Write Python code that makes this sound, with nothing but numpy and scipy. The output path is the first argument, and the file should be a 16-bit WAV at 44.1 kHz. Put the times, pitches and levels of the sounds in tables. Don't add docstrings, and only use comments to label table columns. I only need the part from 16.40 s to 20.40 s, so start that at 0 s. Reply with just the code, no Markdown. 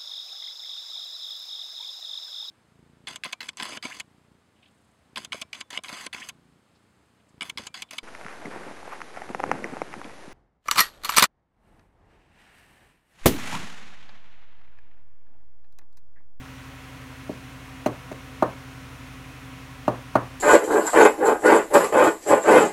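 import sys
import numpy as np
from scipy import signal
from scipy.fft import rfft, irfft, next_fast_len
from scipy.io import wavfile
from scipy.ndimage import map_coordinates

SR = 44100
rng = np.random.default_rng(int(sys.argv[2]) if len(sys.argv) > 2 else 0)


def output_pcm(signal):
    pcm = np.clip(np.atleast_2d(signal).T, -1, 1) * 32767
    wavfile.write(sys.argv[1], SR, np.round(pcm).astype(np.int16))


N = 176400


def pot():
    # (time [s], strength [dB], contact corner [Hz], table thump [dB], grit [dB], room send [dB])
    knocks = [(0.8933, -3, 454, -51, -49, -4), (1.4606, 4.5, 665, -30, -27, -3.5),
              (1.7144, -10, 580, -52, -41, -3.5), (2.0236, 5, 1040, -30.5, -33, -4.5),
              (3.4788, 4.5, 870, -29, -33.5, -3), (3.754, 6, 1173, -26, -28.5, -3.5)]
    # (time [s], level [dB])
    ticks = [(1.474, -25), (1.7265, -26), (2.029, -23), (3.767, -31)]
    out, t = np.zeros(N), np.arange(SR // 2) / SR
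    for onset, strength_db, corner_hz, thump_db, grit_db, room_db in knocks:
        contact = signal.butter(3, corner_hz, fs=SR)
        response = body_ring(t) + amp(room_db) * reverberation(t)
        add(out, onset, amp(strength_db) * signal.lfilter(*contact, response))
        add(out, onset, amp(thump_db) * table_thump(t))
        add(out, onset, amp(grit_db) * crunch(t60=0.057))
        add(out, onset, amp(grit_db) * wall_ring(t))
    for onset, db in ticks:
        add(out, onset, amp(db) * crunch(t60=0.0051))
    return out


def body_ring(t, scatter_db=0.1):
    # (frequency [Hz], level [dB], T60 [s])
    modes = [(181, -20.5, 0.029), (268.4, -17, 0.049), (370, -20.5, 0.046), (449, -29.5, 0.072),
             (608, -13, .047), (767.6, -6, 0.021), (758, -13, 0.045), (914, -18.5, 0.06),
             (1108, -16.5, 0.036), (1201, -11, 0.036), (1290, -11, 0.0091), (1430, -17.5, 0.051),
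             (1730, -15.5, 0.0083)]
    hz, db, t60 = np.transpose(modes)[:, :, None]
    polarity = -(-1) ** np.arange(len(modes))[:, None]
    gain = polarity * amp(db - scatter_db * rng.standard_normal(hz.shape))
    return (gain * amp(-60 * t / t60) * np.sin(2 * np.pi * hz * t)).sum(0)


def table_thump(t, hz=120.6, t60=0.37):
    return amp(-60 * t / t60) * np.sin(2 * np.pi * hz * t)


def crunch(t60, rise_s=0.00066, grains_per_s=850, coarse_db=-11.5):
    # (frequency [Hz], level [dB])
    spectrum = [(300, -8), (1200, 5), (2000, 7), (2800, 0.5), (3500, -5.5), (4350, -1), (5000, -13),
                (6400, -5.5), (7700, -11), (8700, -18), (12000, -14.5), (15500, -12)]
    t = np.arange(SR // 5) / SR
    coarse = unit(rng.standard_normal(len(t)) * (rng.random(len(t)) < grains_per_s / SR))
    fine = rng.standard_normal(len(t))
    grit = unit(filtered(fine + amp(coarse_db) * coarse, lambda hz: amp(along(spectrum, hz))))
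    return grit * amp(-60 * t / t60) * (1 - np.exp(-t / rise_s))


def wall_ring(t, scatter_db=2):
    # (frequency [Hz], level [dB], T60 [s])
    modes = [(2790, -11, 0.051), (4370, -20, .045), (6150, -15, 0.039), (8650, -22.5, 0.093),
             (9840, -21.5, 0.1)]
    hz, db, t60 = np.transpose(modes)[:, :, None]
    gain = amp(db + scatter_db * rng.standard_normal(hz.shape))
    return (gain * amp(-60 * t / t60) * np.sin(2 * np.pi * hz * t)).sum(0)


def reverberation(t, gain_db=-15, delay_s=0.004, build_s=0.0032):
    # (frequency [Hz], level [dB])
    spectrum = [(40, -20), (90, -15), (170, -2), (280, 7.5), (400, 0), (550, 4), (800, -1), (1150, 4.5),
                (1400, -0.5), (1900, 2), (2600, -9), (5000, -6)]
    # (frequency [Hz], T60 [s])
    decay_times = [(100, 0.33), (300, 0.21), (700, 0.3), (1500, 0.27), (4000, 0.23)]
    hz, frame_s, bands = signal.stft(noise(spectrum, len(t)), SR, nperseg=256)
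    decay = amp(-60 * frame_s / along(decay_times, hz)[:, None])
    tail = signal.istft(bands * decay, SR)[1][:len(t)]
    build_up = 1 - np.exp(-np.maximum(t - delay_s, 0) / build_s)
    return amp(gain_db) * tail * build_up


def fan_hiss(level_db=-45.5, ripple_db=1.36, ripple_spacing_hz=14):
    # (frequency [Hz], relative spectral density [dB])
    spectrum = [(20, -12), (38, -8), (55, -9), (100, -6), (140, 3.5), (175, 11.5), (205, -10.5), (245, 9.5),
                (288, 9), (320, -2.5), (500, 0.5), (850, -3.5), (1050, 1.5), (1600, -1), (2100, 0),
                (2330, -3), (2600, -1.5), (3400, -7.5), (4200, -11), (4900, -14.5), (5500, -12.5),
                (6600, -14), (7700, -18), (8700, -17), (12000, -20.5), (16000, -24.5)]
    peaks = rng.standard_normal(size=4096)
    ripple = lambda hz: amp(ripple_db * map_coordinates(peaks, [hz / ripple_spacing_hz], mode="mirror"))
    return amp(level_db) * unit(filtered(noise(spectrum, N), ripple))


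def appliance_hum(waver_db=1, drift_rad=0.091, knots_per_s=5.1):
    # (frequency [Hz], rms level [dB])
    tones = [(53.8, -53), (80.2, -53), (120, -51), (131.5, -49), (263.4, -49.5), (759, -62), (985, -63),
             (1093, -65.5), (1303, -65), (1437, -66.5), (2180, -65.5), (2476, -66.5)]
    out, t = np.zeros(N), np.arange(N) / SR
    for hz, db in tones:
        phase = 2 * np.pi * (hz * t + rng.random()) + drift_rad * wobble(knots_per_s)
        out += np.sqrt(2) * amp(db - waver_db * wobble(knots_per_s)) * np.sin(phase)
    return out


def amp(db):
    return 10 ** (np.asarray(db) / 20)


def unit(x):
    return x / np.sqrt(np.mean(x ** 2) + 1e-20)


def along(points, hz):
    frequencies, values = np.transpose(points)
    return np.interp(np.log(hz + 1), np.log(frequencies + 1), values)


def filtered(x, response):
    size = next_fast_len(len(x) + SR // 2)
    return irfft(rfft(x, size) * response(np.fft.rfftfreq(size, 1 / SR)), size)[:len(x)]


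def noise(spectrum, size):
    return unit(filtered(rng.standard_normal(size), lambda hz: amp(along(spectrum, hz))))


def wobble(knots_per_s):
    return map_coordinates(rng.standard_normal(size=256), [np.arange(N) * knots_per_s / SR], mode="mirror")


def add(track, onset, sound):
    start = round(onset * SR)
    track[start:start + len(sound)] += sound[:N - start]


def scene():
    return (pot() + fan_hiss() + appliance_hum())[None]


def record(dry):
    return np.array([filtered(x, lambda hz: hz < 16100) for x in dry])


dry = scene()
out = record(dry)
output_pcm(out)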